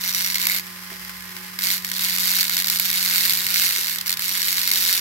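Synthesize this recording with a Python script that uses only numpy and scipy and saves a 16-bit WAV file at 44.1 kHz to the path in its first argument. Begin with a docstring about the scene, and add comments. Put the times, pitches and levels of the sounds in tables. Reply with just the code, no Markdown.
"""At a workbench, a small rotary tool dresses the end of a metal axle with a grinding stone.
The stone runs out of true and scrapes once a turn; held lightly it bounces, hard and weak in turn.
It is lifted for a second, leaving the motor's hum, bearing whine and brush hiss. The hands knock
softly twice over a low workshop rumble. Bench and room echo the scrape and hiss at two microphones."""
import sys
import numpy as np
from scipy import signal
from scipy.fft import rfft, irfft, next_fast_len
from scipy.io import wavfile
from scipy.ndimage import uniform_filter1d

SR = 44100
rng = np.random.default_rng(int(sys.argv[2]) if len(sys.argv) > 2 else 0)


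def to_wav(s):
    """Save 16-bit WAV."""
    ch = np.atleast_2d(s).T  # columns
    pcm = np.round(np.clip(ch, -1, 1) * 32767)  # PCM
    wavfile.write(sys.argv[1], SR, pcm.astype(np.int16))


N = 220617
T = np.arange(N) / SR
MIC_LAG_S = .00032  # the right microphone is further off
FIRM_DB = -18  # feed force of a firm hand


def undb(db):
    """Decibels to gain."""
    return 10 ** (np.asarray(db) / 20)


def unit(x):
    """Scale to rms 1."""
    return x / np.sqrt(np.mean(x ** 2))


def curve(rows):
    """Straight lines through (seconds, value) rows."""
    return np.interp(T, *np.transpose(rows))


def swell(middle_s, half_s):
    """Gaussian rise and fall, peak 1."""
    return np.exp(-((T - middle_s) / half_s) ** 2)


def walk(hz):
    """Smooth random drift, rms 1."""
    step = max(int(SR / hz), 1)
    held = rng.standard_normal(N)[np.arange(N) // step]
    return unit(uniform_filter1d(uniform_filter1d(held, step), step))


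def late(x, delay_s):
    """Delay a signal."""
    return np.pad(x, (int(delay_s * SR), 0))[:N]


def pan(x, left_db):
    """Place a sound by its left minus right level."""
    return x * undb(np.array([[left_db], [-left_db]]) / 2)


def resonate(x, hz, width_hz):
    """One resonant mode."""
    return signal.lfilter(*signal.iirpeak(hz, hz / width_hz, fs=SR), x)


def colour(x, spectrum, rings=(), column=1, size=4096):
    """Minimum-phase filter from a (Hz, dB, ..) table, lifted at each ring; unit power gain."""
    freq_hz = np.maximum(np.arange(size // 2 + 1) * SR / size, 1)
    table = np.transpose(spectrum)
    db = np.interp(np.log(freq_hz), np.log(table[0]), table[column])
    db -= 20 * np.log10(1 + (table[0, 0] / 2 / freq_hz) ** 2)  # bass roll-off
    for hz, width_hz, lift_db in rings:
        db += lift_db / (1 + (2 * (freq_hz - hz) / width_hz) ** 2)
    cepstrum = irfft(np.log(undb(db)))
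    cepstrum[1:size // 2] *= 2
    cepstrum[size // 2 + 1:] = 0
    response = irfft(np.exp(rfft(cepstrum)))
    return signal.fftconvolve(x, response / np.linalg.norm(response))[:N]


def trail(power, t60_s):
    """Spread a power curve over an exponential decay, keeping its energy."""
    decay = np.exp(-2 * np.log(1000) * T[:SR // 2] / t60_s)
    return np.abs(signal.fftconvolve(power, decay / decay.sum())[:N])


def paths(x, spectrum, rings, near_db, near_t60_s, room_db, room_t60_s):
    """Direct sound, early echoes and a diffuse tail off bench and room, coloured per microphone."""
    # Echoes off bench and hands. Each row: left delay in seconds, right delay in seconds, level in dB.
    echoes = [(.00062, .00121, -10.5), (.00187, .00093, -17.5), (.0031, .00263, -11.5), (.0044, .0053, -11)]
    tail_power = undb(near_db) ** 2 * trail(x ** 2, near_t60_s)
    tail_power += undb(room_db) ** 2 * trail(x ** 2, room_t60_s)
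    out = []
    for side in range(2):
        early = x + sum(undb(db) * late(x, delays_s[side]) for *delays_s, db in echoes)
        heard = late(early, side * MIC_LAG_S) + np.sqrt(tail_power) * rng.standard_normal(N)
        out.append(colour(heard * x.std() / heard.std(), spectrum, rings, column=side + 1))
    return np.array(out)


def workshop(room_db=-58, mains_db=-60, mains_hz=100, drone_hz=57):
    """Low rumble, nearly alike on both sides, faint mains hum and a drone that swells twice."""
    # Room rumble. Each row: frequency in Hz, relative density in dB.
    spectrum = [(25, -19), (55, 3), (85, -4.5), (120, -3.5), (170, -0.5), (240, -6.5), (330, -7.5),
                (480, -4.5), (800, -22), (2000, -21)]
    # Drone swells. Each row: middle in seconds, half length in seconds, level in dB.
    swells = [(1.1, .2, -58), (2.03, .08, -58)]
    mid, side = (colour(rng.standard_normal(N), spectrum) for _ in range(2))
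    rumble = undb(room_db + 1.7 * walk(4.7)) * (mid + 0.42 * side * np.array([[1], [-1]]))
    drone_gain = sum(undb(db) * swell(middle_s, half_s) for middle_s, half_s, db in swells)
    drone = drone_gain * np.sin(2 * np.pi * drone_hz * T)
    mains = undb(mains_db) * np.sin(2 * np.pi * mains_hz * T)
    return pan(rumble + np.sqrt(2) * (mains + drone), left_db=-2.5)


def knocks():
    """Dull, short knocks as the hands shift."""
    # Knocks. Each row: start in seconds, level in dB, tilt in dB per octave.
    hits = [(0.918, -42, 5.5), (3.784, -43, -16)]
    # Modes of the knocked body. Each row: frequency in Hz, relative level in dB, T60 in seconds.
    modes = [(392, 0.5, 0.1), (450, -6, 0.056), (658, -7, 0.11)]
    out = np.zeros(N)
    for start_s, db, tilt_db in hits:
        age_s = np.maximum(T - start_s, 0)
        for hz, mode_db, t60_s in modes:
            gain = undb(db + mode_db + tilt_db * np.log2(hz / modes[0][0]))
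            out += gain * np.exp(-np.log(1000) * age_s / t60_s) * np.sin(2 * np.pi * hz * age_s)
    return pan(out, left_db=-4)


def brief_rush(level_db=-52):
    """A brief, narrow rush that swells and fades."""
    rush = unit(resonate(rng.standard_normal(N), hz=4850, width_hz=300))
    return pan(undb(level_db) * swell(middle_s=1.05, half_s=.15) * rush, left_db=8)


def shaft(load, free_hz=183.5, sag_hz=1.45, inertia_s=0.1):
    """Turns so far; the speed sags under load (1 = a firm hand), lagged by inertia."""
    pole = np.exp(-1 / (inertia_s * SR))
    drag, _ = signal.lfilter([1 - pole], [1, -pole], load, zi=[.5])
    return np.cumsum(free_hz - sag_hz * drag) / SR


def motor(turns, hum_db=-0.2, octave_db=-1, waver_db=1.5, slip_rad=0.67):
    """Unbalance hums at the shaft rate and its octave; bearing lines waver as the balls slip."""
    # Shaft hum. Each row: time in seconds, level in dB before hum_db.
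    hum_levels = [(0, -46.5), (.45, -46.5), (.7, -47.5), (1.4, -47.3), (2.25, -43.5), (2.45, -47),
                  (3.1, -45.5), (3.64, -49), (3.73, -57), (3.87, -51), (4.87, -50.5), (5, -54)]
    # Its octave. Each row: time in seconds, level in dB before octave_db.
    octave_levels = [(0, -82), (.57, -59), (1.2, -65.5), (1.65, -56.5), (1.9, -61.5), (2.95, -64.5),
                     (3.6, -52.5), (3.95, -69), (4.4, -58.5), (5, -54)]
    # Motor lines. Each row: multiple of the shaft rate (fractional for bearings), level in dB.
    lines = [(3, -70.5), (4.613, -61.5), (5, -98), (5.613, -57), (6, -63.5), (6.613, -58.5), (9.226, -55),
             (10.226, -52.5), (11.226, -55)]
    hum = undb(curve(hum_levels) + hum_db) * np.sin(2 * np.pi * turns)
    octave_gain = undb(curve(octave_levels) + octave_db + 2.6 * walk(12))
    hum += octave_gain * np.sin(4 * np.pi * turns + .5 * walk(30))
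    whine = np.zeros(N)
    for multiple, db in lines:
        gain = undb(db + waver_db * walk(14))
        phase = 2 * np.pi * (multiple * turns + rng.random())
        whine += gain * np.sin(phase + slip_rad * walk(25.24))
    return np.sqrt(2) * (pan(hum, left_db=-5.5) + pan(whine, left_db=2.5))


def grit(spread_db):
    """Dense, grainy noise, a few grains much larger than the rest."""
    return unit(rng.standard_normal(N) * undb(spread_db * np.repeat(rng.standard_normal(N), 6)[:N]))


def brushes(turns, hiss_db=-35.5, ripple=0.18):
    """Brushes and bearings hiss with a restless flutter and a slight ripple each turn."""
    # Brush hiss. Each row: frequency in Hz, left and right relative levels in dB.
    spectrum = [(278, -20, -12.5), (656, -17, -13.5), (990, 0, -6.5), (1540, -6.5, 3), (2140, 5.5, 1),
                (2530, -1.5, -2), (3700, -4.5, -4), (5200, 1.5, -3), (6400, -7, -8.5), (11300, -7.5, -7),
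                (11400, 2, -4.5), (13160, -10.5, 1), (14700, -2.5, -38)]
    hiss = grit(spread_db=6.0) * undb(1.27 * walk(300) + 0.21 * walk(19))
    hiss *= 1 + ripple * np.cos(2 * np.pi * turns)
    heard = paths(unit(hiss), spectrum, (), near_db=6.5, near_t60_s=0.012, room_db=4.5, room_t60_s=0.16)
    return undb(hiss_db) * pan(heard, left_db=-0.5)


def hand():
    """Feed force: each stroke eases in, holds and eases off while the hand leans more or less."""
    # Strokes. Each row: touch and lift in seconds, force in dB, attack and release in seconds.
    strokes = [(-.04, 0.622, -22.5, 0.1, 0.054), (1.584, 1.81, -21.5, 0.049, 0.075),
               (1.792, 4.039, -21.5, 0.28, 0.13), (4.049, 4.15, -21, 0.011, 0.032),
               (4.161, 5.1, -22, 0.053, .05)]
    # Lean of the hand. Each row: time in seconds, added force in dB.
    lean = [(.38, -2), (.5, 0), (.6, -2), (2.05, 0.5), (2.12, -1.5), (2.39, 2), (2.48, -3.5), (2.57, 1.5),
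            (2.64, -1), (2.95, -0.5), (3.27, 2), (3.43, -3), (3.62, 2.5), (3.87, -3.5), (4.35, -1),
            (4.74, 0), (4.85, 2), (5, 1)]
    feed = np.zeros(N)
    for touch_s, lift_s, db, attack_s, release_s in strokes:
        ramp = np.minimum((T - touch_s) / attack_s, (lift_s - T) / release_s)
        feed += undb(db) * np.clip(ramp, 0, 1)
    return feed * undb(curve(lean))


def bounce(feed, firm_chatter=.3, chatter_per_db=0.04):
    """Chatter 0-1: the lighter the hand, the more the stone bounces."""
    slack_db = FIRM_DB - 20 * np.log10(feed + 1e-9)
    return np.clip(firm_chatter + chatter_per_db * slack_db, 0, 1)


def contacts(turns, chatter, rebound_db=14.5, scatter_db=1.02, wildness=0.75, throw=2.2, jitter_s=.00018):
    """Times and sizes, one contact a turn: a hard one throws the stone off, so the next is weak."""
    times_s = np.interp(np.arange(1, int(turns[-1])), turns, T)
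    kick, scatter, jitter = rng.standard_normal((N // 100, 3))[:len(times_s)].T
    looseness = np.interp(times_s, T, chatter)
    swing = np.zeros(len(times_s))
    for k in range(1, len(times_s)):
        swing[k] = np.tanh(wildness * kick[k] - throw * looseness[k] * swing[k - 1])
    sizes = undb(rebound_db * looseness * swing / 2 + scatter_db * scatter)
    sizes /= np.sqrt(uniform_filter1d(sizes ** 2, size=6))  # the hand sets the mean force
    return times_s + jitter_s * jitter, sizes


def pressure(times_s, sizes, rise_s, fall_s, length=600):
    """Sum of contacts, each swelling quickly and letting go more slowly."""
    t = (np.arange(length) - length // 4) / SR
    pulse = np.exp(-np.where(t < 0, (t / rise_s) ** 2, t / fall_s))
    impulses = np.zeros(N)
    np.add.at(impulses, np.clip((times_s * SR).astype(int), 0, N - 1), sizes)
    return np.convolve(impulses, pulse)[length // 4:][:N]


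def scrape(uneven_db=4.5):
    """Each abrasive grain meets the metal differently, so five octave bands flicker separately."""
    size = next_fast_len(N)
    grains = rfft(grit(spread_db=3.0), size)
    freq_hz = np.maximum(np.arange(len(grains)) * SR / size, 1)
    octave = np.log2(freq_hz / 1000)
    out = np.zeros(N)
    for share in np.eye(5):
        band = irfft(grains * np.interp(octave, np.arange(5), share), size)[:N]
        out += band * undb(uneven_db * np.tanh(walk(350)))
    return unit(out)


def axle(rub):
    """Two modes of the axle ring with the scraping, most at the first spot ground."""
    # Axle modes. Each row: frequency in Hz, width in Hz.
    modes = [(2170, 260), (5620, 190)]
    # Ringing. Each row: time in seconds, low and high mode levels in dB relative to the rub.
    levels = [(.3, -11.5, -10.5), (.5, -8, -24), (1.6, -16.5, -19), (3.3, -18.5, -19), (5, -25.5, -14.5)]
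    out = np.zeros(N)
    for column, (hz, width_hz) in enumerate(modes, start=1):
        ring = resonate(rub, hz, width_hz)
        gain = undb(curve(np.array(levels)[:, [0, column]]))
        out += gain * ring * rub.std() / ring.std()
    return np.array([out, late(out, MIC_LAG_S)])


def grinding(turns, feed, stone_db=1.3, bite_db=-6, bite_rise_s=.0015, drag=0.022, rumble_db=-35):
    """The stone's high side scrapes the axle and at times bites; a firm hand adds drag in between."""
    # Hard bites. Each row: onset in seconds, peak force in dB before bite_db.
    bites = [(0.1255, -8), (0.3431, -7), (0.381, -8), (0.4683, 0.5), (1.5884, -6.5), (1.8459, -8.5),
             (1.9148, -6.5), (1.949, -13), (1.9926, -10), (2.1726, -8), (2.1832, -3), (2.4286, -3),
             (2.4948, -6), (2.5669, -2.5), (2.621, -6), (2.6432, -8), (2.6699, -4.5), (2.6987, -4),
             (2.7865, -7), (2.7967, -1.5), (2.9123, -6.5), (3.707, -2), (3.8686, -10), (3.895, -7),
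             (3.984, -7), (4.0104, -11.5), (4.0598, -10.5), (4.0934, -6.5), (4.1039, -7), (4.1255, -3.5),
             (4.1374, -10), (4.1704, -11), (4.1925, -9.5), (4.7137, -3.5)]
    # Scraping. Each row: frequency in Hz, left and right relative levels in dB.
    spectrum = [(315, -27.5, -17.5), (625, -34, -25.5), (830, -12, -30), (1410, -17, -5), (1800, -16, -2.5),
                (2860, -2, -4), (3480, -7.5, -6.5), (4610, 0, 2.5), (5600, -5.5, -12), (7660, -3.5, -4),
                (9370, -8.5, -9), (11050, -2.5, -3), (12270, -0.5, 3), (15240, -5.5, -7)]
    # Rings of axle and stone. Each row: frequency in Hz, width in Hz, lift in dB.
    rings = [(2133, 97, 7.5), (3490, 31, 10), (3770, 114, 10), (4350, 290, 3.5), (5460, 360, 6.5),
             (6470, 58, 6)]
    chatter = bounce(feed)
    times_s, sizes = contacts(turns, chatter)
    onset_s, peak_db = np.transpose(bites)
    bite_s = onset_s + bite_rise_s
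    to_bite_s = np.abs(times_s[:, None] - bite_s).min(axis=1)
    sizes *= to_bite_s > 0.0068  # a bite replaces the nearest ordinary contacts
    press = unit(pressure(times_s, sizes, rise_s=0.0012, fall_s=0.0015) + drag * (1 - chatter))
    bite_force = pressure(bite_s, undb(peak_db + bite_db), rise_s=bite_rise_s, fall_s=0.0016)
    rub = (undb(stone_db) * feed * press + bite_force) * scrape()
    rasp = paths(rub, spectrum, rings, near_db=2.5, near_t60_s=0.011, room_db=-6, room_t60_s=0.098)
    # The load shakes the hand-held part. Each row: frequency in Hz, relative level in dB.
    shake = [(60, -3), (120, 3), (200, -27.0), (320, 4.5), (420, -22), (900, -32)]
    rumble = feed * undb(rumble_db) * colour(rng.standard_normal(N), shake)
    return pan(rasp + axle(rub), left_db=-2.03) + rumble


def scene():
    """The hand's force loads one shaft, which drives the hum, the hiss and the scraping."""
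    feed = hand()
    turns = shaft(load=feed / undb(FIRM_DB))
    return grinding(turns, feed) + brushes(turns) + motor(turns) + brief_rush() + knocks() + workshop()


def record(dry, peak_limit=.85, top_hz=15800):
    """Clip the highest peaks, then cut the top treble."""
    lowpass = signal.ellip(12, .1, 80, top_hz, fs=SR, output="sos")
    return signal.sosfilt(lowpass, np.clip(dry, -peak_limit, peak_limit))


dry = scene()
out = record(dry)
to_wav(out)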